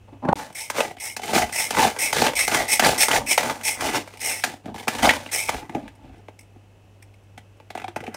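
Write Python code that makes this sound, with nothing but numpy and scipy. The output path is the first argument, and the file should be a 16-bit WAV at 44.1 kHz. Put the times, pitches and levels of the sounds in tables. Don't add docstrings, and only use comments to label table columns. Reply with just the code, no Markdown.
import sys
import numpy as np
from scipy import signal
from scipy.fft import rfft, irfft
from scipy.io import wavfile

SR = 44100
rng = np.random.default_rng(int(sys.argv[2]) if len(sys.argv) > 2 else 0)


def inscribe(sig):
    pcm = np.round(np.clip(np.atleast_2d(sig).T, -1, 1) * 32767)
    wavfile.write(sys.argv[1], SR, pcm.astype(np.int16))


def volts_from_db(level):
    exponent = np.asarray(level, float) / 20
    return 10 ** exponent


N = 359856

# freq_hz, density_db
AIR_SPECTRUM = [(40, -30), (120, -20), (250, -20), (500, -23), (800, -26), (1100, -33), (2200, -37),
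                (2800, -35), (3600, -42.5), (4700, -46), (5500, -44), (8000, -47), (15500, -55.5)]
# freq_hz, rms_db
MOTOR_LINES = [(49, -66), (100, -51), (184, -70.5)]
# freq_hz, rms_db
PUMP_LINES = [(2175, -83), (2573, -76), (2622, -77), (2772, -85), (2918, -82), (2966, -81), (3117, -85),
              (4204, -92), (6035, -89.5)]
# time_s, gain_db
HUM_GAIN = [
    (.33, 0.5),
    (.4, -14),
    (.75, -10),
    (1.0, -4.5),
    (5.9, -0.5),
]
# start_s, end_s
GAP_S = (.3335, .3555)
# time_s, peak_db
JOLTS = [(0, -45), (.32, -41), (.79, -53), (1.42, -36), (1.82, -38), (2.2, -42), (2.6, -41), (2.9, -38),
         (2.42, -42.5), (3.2, -40.5), (3.45, -51), (3.87, -46), (5.07, -33), (4.75, -49), (5.55, -38.5),
         (5.87, -46), (6.09, -43)]
# freq_hz, width_hz, gain_db
THUD_MODES = [(134, 110, -3.5), (192, 95, 0.5), (269, 63, 4.5), (320, 100, -1.5)]
# freq_hz, width_hz, gain_db
BELLY_MODES = [(442, 110, -4.5), (608, 139, -0.5), (729, 161, 1.5), (869, 109.5, 2), (1221, 110, -14)]
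# freq_hz, width_hz, gain_db
WALL_MODES = [(1420, 590, -4), (1768, 190, -2.5), (1976, 110, 0.5), (2480, 710, -4.5), (3040, 69, -1.5),
              (3380, 690, -11)]
# freq_hz, width_hz, gain_db
RIM_MODES = [(4330, 2600, -8.5), (6264, 900, -1.5), (6840, 1000, -4.5), (9200, 2100, -5.5),
             (11300, 5000, -10.5), (14050, 2800, -10), (14700, 820, -9)]
# freq_hz, width_hz, gain_db
LID_MODES = [(500, 700, -12.5), (883, 81, -5.5), (1720, 320, -20), (2050, 130, 0.5), (2206, 180, 1.5),
             (2600, 200, -7), (2890, 88, -8), (3490, 3200, -15.5)]
# freq_hz, width_hz, gain_db
SPRING_MODES = [(5310, 380, -2), (6650, 1900, -12), (8170, 430, 0.5), (9100, 1900, -7), (9600, 270, -0.5),
                (11940, 1000, -10.5), (13000, 600, -20), (15300, 1300, -12)]
# start_s, peak_db, rise_s, length_s, entry_rel_db
REWINDS = [(.549, -35, 0.048, 0.15, -5.5), (1, -33, 0.051, 0.15, -5.5), (1.524, -25.5, 0.066, 0.18, -8),
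           (1.988, -24.5, 0.046, 0.14, -4.5), (2.354, -23.5, 0.037, 0.13, -8),
           (2.681, -20.5, 0.048, 0.11, -10.5), (2.979, -18, 0.044, 0.1, -8.5),
           (3.262, -21.5, 0.0492, 0.11, -15.5), (3.634, -24, 0.045, 0.13, -8),
           (4.204, -28, 0.061, 0.23, -9.5), (5.315, -27, 0.021, 0.19, -5.5)]
# time_s, peak_db, brightness_db
TICKS = [(0.526, -32, -6), (.985, -30, -10), (1.256, -34, 10), (6.18, -51.5, -2.5), (7.57, -49, -6),
         (3.9504, -21, -0.5), (3.966, -11.5, -8), (4.1715, -28, -6.5), (4.1936, -26.5, -12),
         (4.797, -20.5, -12), (5.2884, -21, -26.5), (5.9518, -46, -3.5), (6.391, -34.5, -2.5),
         (6.409, -35.5, -6), (6.4294, -45, -7), (7.024, -35.5, -4), (7.0397, -52.5, -8.5),
         (7.1403, -40.5, -12.5), (7.234, -51.5, -4), (8.143, -22.5, -4), (1.559, -14, -8.5),
         (1.582, -18, -10), (2.408, -10, -8), (2.447, -15, -8), (2.694, -16, -9), (3.006, -7, -10),
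         (3.031, -6.5, -8), (3.31, -7.5, -8), (3.68, -17, -6), (4.246, -23, -1), (4.268, -26, -4),
         (5.33, -18, -13), (5.462, -32, -10), (5.476, -28, -3)]
# time_s, peak_db, pitch_hz
RINGS = [(.784, -17.5, 2140), (.806, -11.5, 2600), (1.378, -14, 1350), (1.42, -17, 1900),
         (2.218, -13.5, 4500), (2.266, -14.5, 4100), (2.269, -14, 2900), (2.516, -17, 2490),
         (2.824, -16, 1830), (2.846, -10, 1640), (2.847, -8.5, 4570), (3.116, -10.5, 3002),
         (3.133, -11, 2000), (3.161, -11, 2099), (3.381, -5, 1950), (3.497, -18, 1160), (4.439, -11, 1675),
         (4.44, -16, 2501), (4.881, -15, 2010), (5.055, -12.5, 3600), (5.068, -17, 4800),
         (5.093, -2.5, 2050), (5.106, -12, 3150), (5.263, -28, 2761), (5.487, -17, 2199),
         (5.696, -36, 2150), (5.75, -27, 2360), (5.63, -31, 840.3), (5.768, -21.5, 258),
         (5.77, -28.5, 599.7), (6.285, -39, 2190), (7.705, -34.5, 4000), (7.784, -34.5, 2700),
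         (7.82, -34, 2550), (7.843, -28.5, 2320), (7.963, -25.5, 2570), (7.885, -35, 347),
         (8.029, -32, 504), (8.054, -34, 450), (8.068, -26.5, 2310), (8.079, -25, 448), (3.951, -22, 5540),
         (3.962, -20.5, 5400), (2.796, -8, 878), (7.753, -23, 740), (7.843, -25.5, 750), (7.963, -23, 864),
         (8.147, -28, 5305), (5.057, -9, 803), (5.071, -9, 700), (1.838, -16, 4000), (4.66, -31, 302),
         (4.8, -32, 3300), (0.289, -18.5, 1480), (.253, -28.5, 1600), (7.025, -46, 2300),
         (6.392, -44, 2350)]
# time_s, peak_db, brightness_db
STOPS = [(.7, -11.5, -5.5), (1.165, -16.5, -3.5), (1.706, -10, -3.5), (2.128, -5, -6.5), (2.478, -6, -4.5),
         (2.795, -0.7, -5.5), (3.083, -5.5, -6), (3.377, 0.5, -8.5), (3.808, -20, 2), (4.438, -7.5, -3),
         (5.491, -5.5, -10)]
# time_s, peak_db, thud_rel_db, brightness_db
TAPS = [(.25, -20, -9, -19), (.286, -6, -11, -23), (0.327, 0.5, -13.5, -24), (.502, -29.5, -18, -10),
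        (.968, -30, -15, -3.5), (4.537, -25, -13, -17), (4.657, -22, -9, -10), (5.261, -23, -17, -11),
        (5.694, -24.5, -7.5, -7), (5.749, -14, -8.5, -14.5), (5.878, -35, -23, 1), (6.283, -20, -28, -19.5),
        (6.559, -37.5, -2.5, -20), (7.377, -25, -22.5, -4.5), (7.6, -31.5, -22, -13.5),
        (7.703, -22, -24, -5.5), (7.751, -16.5, -25.5, -9.5), (7.775, -21.5, -32, -5),
        (7.798, -28, -31, -2.5), (7.817, -21.5, -25, -14), (7.842, -21, -35, -10.5),
        (7.88, -19.5, -19, -9.5), (7.961, -11, -16, -9), (8.004, -25, -8, -5), (8.038, -23.5, -27, -9),
        (8.065, -33, -22, 0.5), (8.077, -19.5, -17, -19), (8.144, -23, -34, -9)]
# time_s, peak_db, brightness_db
CHOPS = [(.804, -3, -11), (.91, -18, -15.5), (1.194, -17.5, -12.5), (1.234, -15.5, -5), (1.279, -26, 2),
         (1.331, -4.5, -21), (1.494, -25.5, -2), (1.784, 1, -11), (1.849, -2, -15), (1.963, -24, -3),
         (2.218, 2.5, -12), (2.334, -16, -7), (2.517, -5.5, -13), (2.545, -6, -0.5), (2.822, -6, -13),
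         (2.847, -14.5, -16), (3.112, -8.5, 0), (3.611, -36, 7.5), (4.075, -28.5, -2.5), (4.137, -25, -11),
         (4.743, -22.5, -9), (4.76, -22.5, -9), (4.872, -11, -20), (4.88, -5.5, -1.5), (4.95, -15, -6.5),
         (4.984, -19, -1), (5.054, 0, -10.5), (5.071, -1, -27), (5.092, -15, 4), (5.485, -15, -17),
         (.782, -8.5, -21), (1.347, -7, -12.5), (1.361, -4.5, -17), (1.379, -7, -8), (1.42, -10.5, -3.5),
         (1.748, -17, -2), (1.792, -7, -9.5), (3.43, -12, -5), (3.77, -21, -13), (3.865, -9.5, -10),
         (4.78, -27.5, -2.5), (4.828, -28, -4), (2.165, -11, -8), (2.19, -11, -9), (2.266, -2.5, -8),
         (2.836, -3.5, -12), (2.864, -6.5, -7.5), (3.132, -5, -8.5), (3.161, -8, -5.5), (3.497, -10.5, -8),
         (5.086, -1.5, -15.5), (5.106, -5, -10), (5.135, -14.5, -4.5)]
# start_s, peak_s, end_s, peak_db, brightness_db
SHIFTS = [(0.07, 0.088, 0.13, -52, -12), (0.113, 0.133, 0.21, -47.5, -13), (0.222, 0.247, 0.29, -28, -26),
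          (0.273, 0.288, 0.336, -19.5, -25), (0.312, 0.327, 0.354, -19, -27),
          (4.638, 4.672, 4.8, -35.5, -12.5), (5.621, 5.627, 5.69, -41, -9),
          (5.698, 5.765, 5.93, -41.5, -6.5), (5.79, 5.846, 6.1, -51.5, -7), (3.148, 3.205, 3.34, -42, -17),
          (5.529, 5.547, 4.73, -39, 0), (5.98, 6.035, 6.31, -53, -6), (6.098, 6.138, 6.3, -52, -4.5),
          (7.755, 7.764, 8.0, -52.5, 5), (7.967, 8.08, 8.2, -51.5, 1), (8.117, 8.14, 8.2, -49.5, 0)]
# start_s, peak_s, end_s, peak_db, entry_rel_db
SURGES = [(0.354, 0.39, 0.58, -36, -1.5), (0.728, 0.78, 0.95, -24, -20.5), (1.217, 1.31, 1.6, -29, -7.5),
          (1.333, 1.365, 1.493, -15.5, -6), (1.477, 1.54, 2.2, -43.5, 4), (1.722, 1.827, 1.965, -16.5, -17),
          (1.91, 1.958, 2.4, -40, -2), (2.143, 2.243, 2.354, -20, -3), (2.495, 2.545, 2.733, -18.5, -9),
          (2.809, 2.845, 3.04, -15, -13), (3.092, 3.154, 3.223, -16, -12), (3.392, 3.475, 3.655, -28, 4),
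          (3.58, 3.1, 4.8, -46, -13), (3.758, 3.856, 4.03, -23, -21.5), (3.918, 3.96, 4.053, -23, -7.5),
          (4.06, 4.4, 4.3, -48.5, -1.5), (4.448, 4.441, 4.612, -32, 16), (4.743, 4.798, 4.94, -40, -9),
          (4.894, 5.01, 4.95, -33.5, 0), (4.92, 5.17, 5.06, -29.5, -7.5), (5.02, 5.03, 5.2, -18, -15),
          (5.077, 4.83, 5.05, -15.5, -10), (5.112, 5.1, 5.03, -28, -1), (5.16, 5.3, 5.97, -46.5, 8),
          (5.5, 5.57, 5.66, -35.5, -3), (1.171, 1.13, 1.2, -42.5, 2), (3.171, 3.21, 3.5, -45, 1),
          (2.881, 2.911, 3.01, -23.5, -3), (4.815, 4.828, 4.8, -44.5, -2)]


def cut(x, hz, kind):
    return signal.sosfilt(signal.butter(2, hz, kind, fs=SR, output="sos"), x)


def drift(rate_hz):
    r = np.exp(-64 * np.pi * rate_hz / SR)
    draws = rng.standard_normal(N // 32 + 1002)
    slow = signal.lfilter([1], [1, -2 * r, r * r], draws)[1000:]
    return np.interp(np.arange(N) / 32, np.arange(len(slow)), slow / slow.std())


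def grains(per_s, spread_db, smooth):
    sizes = volts_from_db(spread_db * np.minimum(rng.exponential(1, N), 4)) * rng.choice([-1, 1], N)
    clicks = sizes * (rng.random(N) < per_s / SR)
    friction = rng.standard_normal(N)
    return np.sqrt(1 - smooth) * clicks / clicks.std() + np.sqrt(smooth) * friction


def resonate(x, modes, wander_db=0, wander_hz=6.3):
    out, pulse = 0, 0
    for k, (hz, width_hz, db) in enumerate(modes):
        r = np.exp(-np.pi * width_hz / SR)
        top = (-1) ** k * volts_from_db(db) * (1 - r * r) / 2
        b = [top, 0, -top]
        a = [1, -2 * r * np.cos(2 * np.pi * hz / SR), r * r]
        out = out + signal.lfilter(b, a, x + 1e-18) * volts_from_db(wander_db * drift(wander_hz))
        pulse = pulse + signal.lfilter(b, a, signal.unit_impulse(4096))
    return out / np.sqrt(np.sum(pulse ** 2))


def swells(start_s, peak_s, end_s, peak_db, entry_db, fall_db, rounding):
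    out, edge_s = np.full(N, -110.), .005
    for a, b, c, top_db, in_db in np.broadcast(start_s, peak_s, end_s, peak_db, entry_db):
        b = max(b, a + .001)
        c = max(c, b + .001)
        i = np.arange(int((a - edge_s) * SR), min(int((c + edge_s) * SR), N))
        t = i / SR
        shape_db = np.interp(t, [a - edge_s, a, b, c, c + edge_s], [-50, in_db, 0, 0, -30])
        shape_db = shape_db + fall_db * np.clip((t - b) / (c - b), 0, 1) ** rounding
        out[i] = np.maximum(out[i], top_db + shape_db)
    return out


def rattles(time_s, peak_db, fade_s):
    t = np.arange(SR // 10) / SR
    blows = np.zeros(N)
    blows[np.round((time_s - .0012) * SR).astype(int)] = volts_from_db(peak_db)
    return signal.oaconvolve(blows, (1 - np.exp(-t / 0.0018)) * np.exp(-t / fade_s))[:N]


def air():
    hz = np.maximum(np.fft.rfftfreq(N, 1 / SR), 1)
    node_hz, node_db = np.transpose(AIR_SPECTRUM)
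    shape = volts_from_db(np.interp(np.log(hz), np.log(node_hz), node_db))
    noise = irfft(rfft(rng.standard_normal(N)) * shape, N)
    return volts_from_db(-57.5) * noise / noise.std()


def tones(lines):
    t = np.arange(N) / SR
    return sum(np.sqrt(2) * volts_from_db(db) * np.sin(2 * np.pi * (hz * t + rng.random())) for hz, db in lines)


def refrigerator():
    gain = volts_from_db(np.interp(np.arange(N) / SR, *np.transpose(HUM_GAIN)))
    hum, whine = tones(MOTOR_LINES), tones(PUMP_LINES)
    return gain * (volts_from_db(1.5 * drift(5)) * hum + volts_from_db(.7 * drift(3)) * whine)


def kitchen(x):
    t60_s, level_db, wall_cut_hz = 0.21, -13.5, 12000
    t = np.arange(SR // 2) / SR
    low, high = rng.standard_normal((2, len(t))) * (t > .004)
    low = signal.lfilter(*signal.butter(1, wall_cut_hz, fs=SR), low)
    tail = low * volts_from_db(-60 * t / t60_s) + .5 * high * volts_from_db(-110 * t / t60_s)
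    return x + volts_from_db(level_db) * signal.oaconvolve(x, tail / np.sqrt(np.sum(tail ** 2)))[:N]


def counter():
    rise_db_per_s, fall_db_per_s, floor_db = 158.5, 149.5, -63
    t = np.arange(0, N / SR + 1, .005)
    jolts = [db - np.maximum(rise_db_per_s * (s - t), fall_db_per_s * (t - s)) for s, db in JOLTS]
    level_db = np.maximum(np.max(jolts, axis=0), floor_db)
    rumble = cut(rng.standard_normal(N), [42, 90], "band")
    return volts_from_db(np.interp(np.arange(N) / SR, t, level_db)) * rumble / rumble.std()


def glide(x, start_s, length_s):
    depth = .015
    t = np.arange(N) / SR
    lag_s = 0
    for s, n in zip(start_s, length_s):
        lag_s = lag_s + depth * n / (2 * np.pi) * np.sin(2 * np.pi * np.clip((t - s) / n, 0, 1))
    return np.interp(t - lag_s, t, x)


def rewind():
    fall_db, rounding, bright_db = -17, 1.57, 2
    steeper = 1.092
    start_s, peak_db, rise_s, length_s, entry_db = np.transpose(REWINDS)
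    run = start_s, start_s + rise_s, start_s + length_s
    spring_db = swells(*run, peak_db + bright_db, steeper * entry_db, steeper * fall_db, rounding)
    lid_db = swells(*run, peak_db, entry_db, fall_db, rounding)
    tick_s, tick_db, tick_bright_db = np.transpose(TICKS)
    lid_level = volts_from_db(lid_db) + rattles(tick_s, tick_db - 7.5, 0.004)
    spring_level = volts_from_db(spring_db) + rattles(tick_s, tick_db + tick_bright_db - 5.5, 0.0063)
    slips = grains(2500, 2.8, .45) * volts_from_db(1.4 * drift(90))
    lid = resonate(slips * lid_level, LID_MODES, wander_db=2.3, wander_hz=15.0)
    lid = glide(cut(lid, 4200, "low"), start_s, length_s)
    spring = resonate(slips * spring_level, SPRING_MODES)
    spring = spring - .45 * cut(spring, [13200, 14600], "band")
    return lid + cut(spring, 12500, "low") - volts_from_db(-5.5) * cut(spring, 18000, "high")


def rings():
    fade_s, ring_cycles = .005, 6.7
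    out, t = np.zeros(N + SR), np.arange(SR // 20) / SR
    for (s, db, hz), noise in zip(RINGS, rng.standard_normal((len(RINGS), len(t)))):
        r = np.exp(-hz / ring_cycles * 2 / SR)
        w = 2 * np.pi * hz / SR
        blow = (noise + 3.7 * (t == 0)) * np.exp(-t / fade_s)
        note = signal.lfilter([1, 0, -1], [1, -2 * r * np.cos(w), r * r], blow)
        note = cut(note, 2.3 * hz, "low")
        i = int((s - .001) * SR)
        out[i:i + len(t)] += volts_from_db(db) * note / np.abs(note).max()
    return out[:N]


def knocks():
    # time_s, peak_db, thud_db, wall_db, rim_db
    stops = [(s, db, -29, bright, bright - 5) for s, db, bright in STOPS]
    chops = [(s, db, -25, bright, bright - 10.5) for s, db, bright in CHOPS]
    taps = [(s, db, thud, bright, bright - 14) for s, db, thud, bright in TAPS]
    s, peak_db, thud_db, wall_db, rim_db = np.transpose(stops + chops + taps)
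    contact = grains(3000, 1.2, 0.62)
    contact[np.round((s + .0012) * SR).astype(int)] = 24.0
    thud = rattles(s, peak_db + thud_db + 4, 0.0035) * contact
    belly = rattles(s, peak_db - 8, .0028) * contact
    wall = rattles(s, peak_db + wall_db - 10.0, 0.0094) * contact
    rim = rattles(s, peak_db + rim_db - 0.5, 0.0076) * grains(5000, 2.2, .7)
    return [thud, belly, wall, rim]


def surges():
    mean_db, fall_db, rounding = -26, -31.5, 1.4
    level_db = swells(*np.transpose(SURGES), fall_db, rounding)
    over_db = level_db - mean_db
    thud = volts_from_db(mean_db - 7.5 + .9 * over_db)
    rim = volts_from_db(mean_db - 7.5 + 0.99 * over_db)
    return thud, volts_from_db(level_db), volts_from_db(level_db - 2), rim


def shifts():
    entry_db, fall_db, rounding = -13.5, -31, 1.4
    mean_db, thud_db, rim_db = -38.5, 4, -15.5
    start_s, peak_s, end_s, db, bright_db = np.transpose(SHIFTS)

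    def level(top_db):
        return volts_from_db(swells(start_s, peak_s, end_s, top_db, entry_db, fall_db, rounding))

    thud = volts_from_db(thud_db) * level(mean_db + 0.92 * (db - mean_db))
    crisp = level(db + bright_db)
    return thud, level(db), crisp, volts_from_db(rim_db) * crisp


def pieces():
    thud, belly, wall, rim = [a + b for a, b in zip(surges(), shifts())]
    lumps = drift(42)
    lumpy = volts_from_db(2.2 * lumps - 2.5)
    heavy, light = grains(500, 3.4, 0.25), grains(2000, 1.8, 0.2)
    cracks = grains(130, 3.0, 0)
    mixed = .5 * heavy + 0.69 * light + 0.33 * cracks
    chips = light + 0.17 * cracks
    return [heavy * lumpy * thud, heavy * lumpy * belly, mixed * lumpy * wall, chips * volts_from_db(lumps) * rim]


def bowl():
    ranges = THUD_MODES, BELLY_MODES, WALL_MODES, RIM_MODES
    wanders_db = 2.0, 2.08, 2.5, 0
    thud, belly, wall, rim = [resonate(a + b, modes, wander_db) for a, b, modes, wander_db
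                              in zip(pieces(), knocks(), ranges, wanders_db)]
    return cut(thud, 500, "low") + cut(belly, 1600, "low") + cut(wall, 5000, "low") + rim


def scene():
    t = np.arange(N) / SR
    chopper = bowl() + rewind() + rings()
    gap_start_s, gap_end_s = GAP_S
    before = t < gap_start_s
    sound = kitchen(chopper * before) * before + kitchen(chopper * ~before)
    sound = sound + refrigerator() + air() + counter()
    fade = np.interp(t, [gap_start_s - .0012, gap_start_s, gap_end_s, gap_end_s + 0.0012], [1, 0, 0, 1])
    return (sound * np.maximum(fade, volts_from_db(-70)))[None]


def low_pass(x):
    return signal.sosfilt(signal.butter(12, 16970, fs=SR, output="sos"), x)


def record(dry):
    rounded = 1.1 * np.tanh(dry / 1.1)
    mix = signal.sosfilt(signal.ellip(10, .3, 45, 15780, fs=SR, output="sos"), rounded)
    return low_pass(mix)


dry = scene()
out = record(dry)
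inscribe(out)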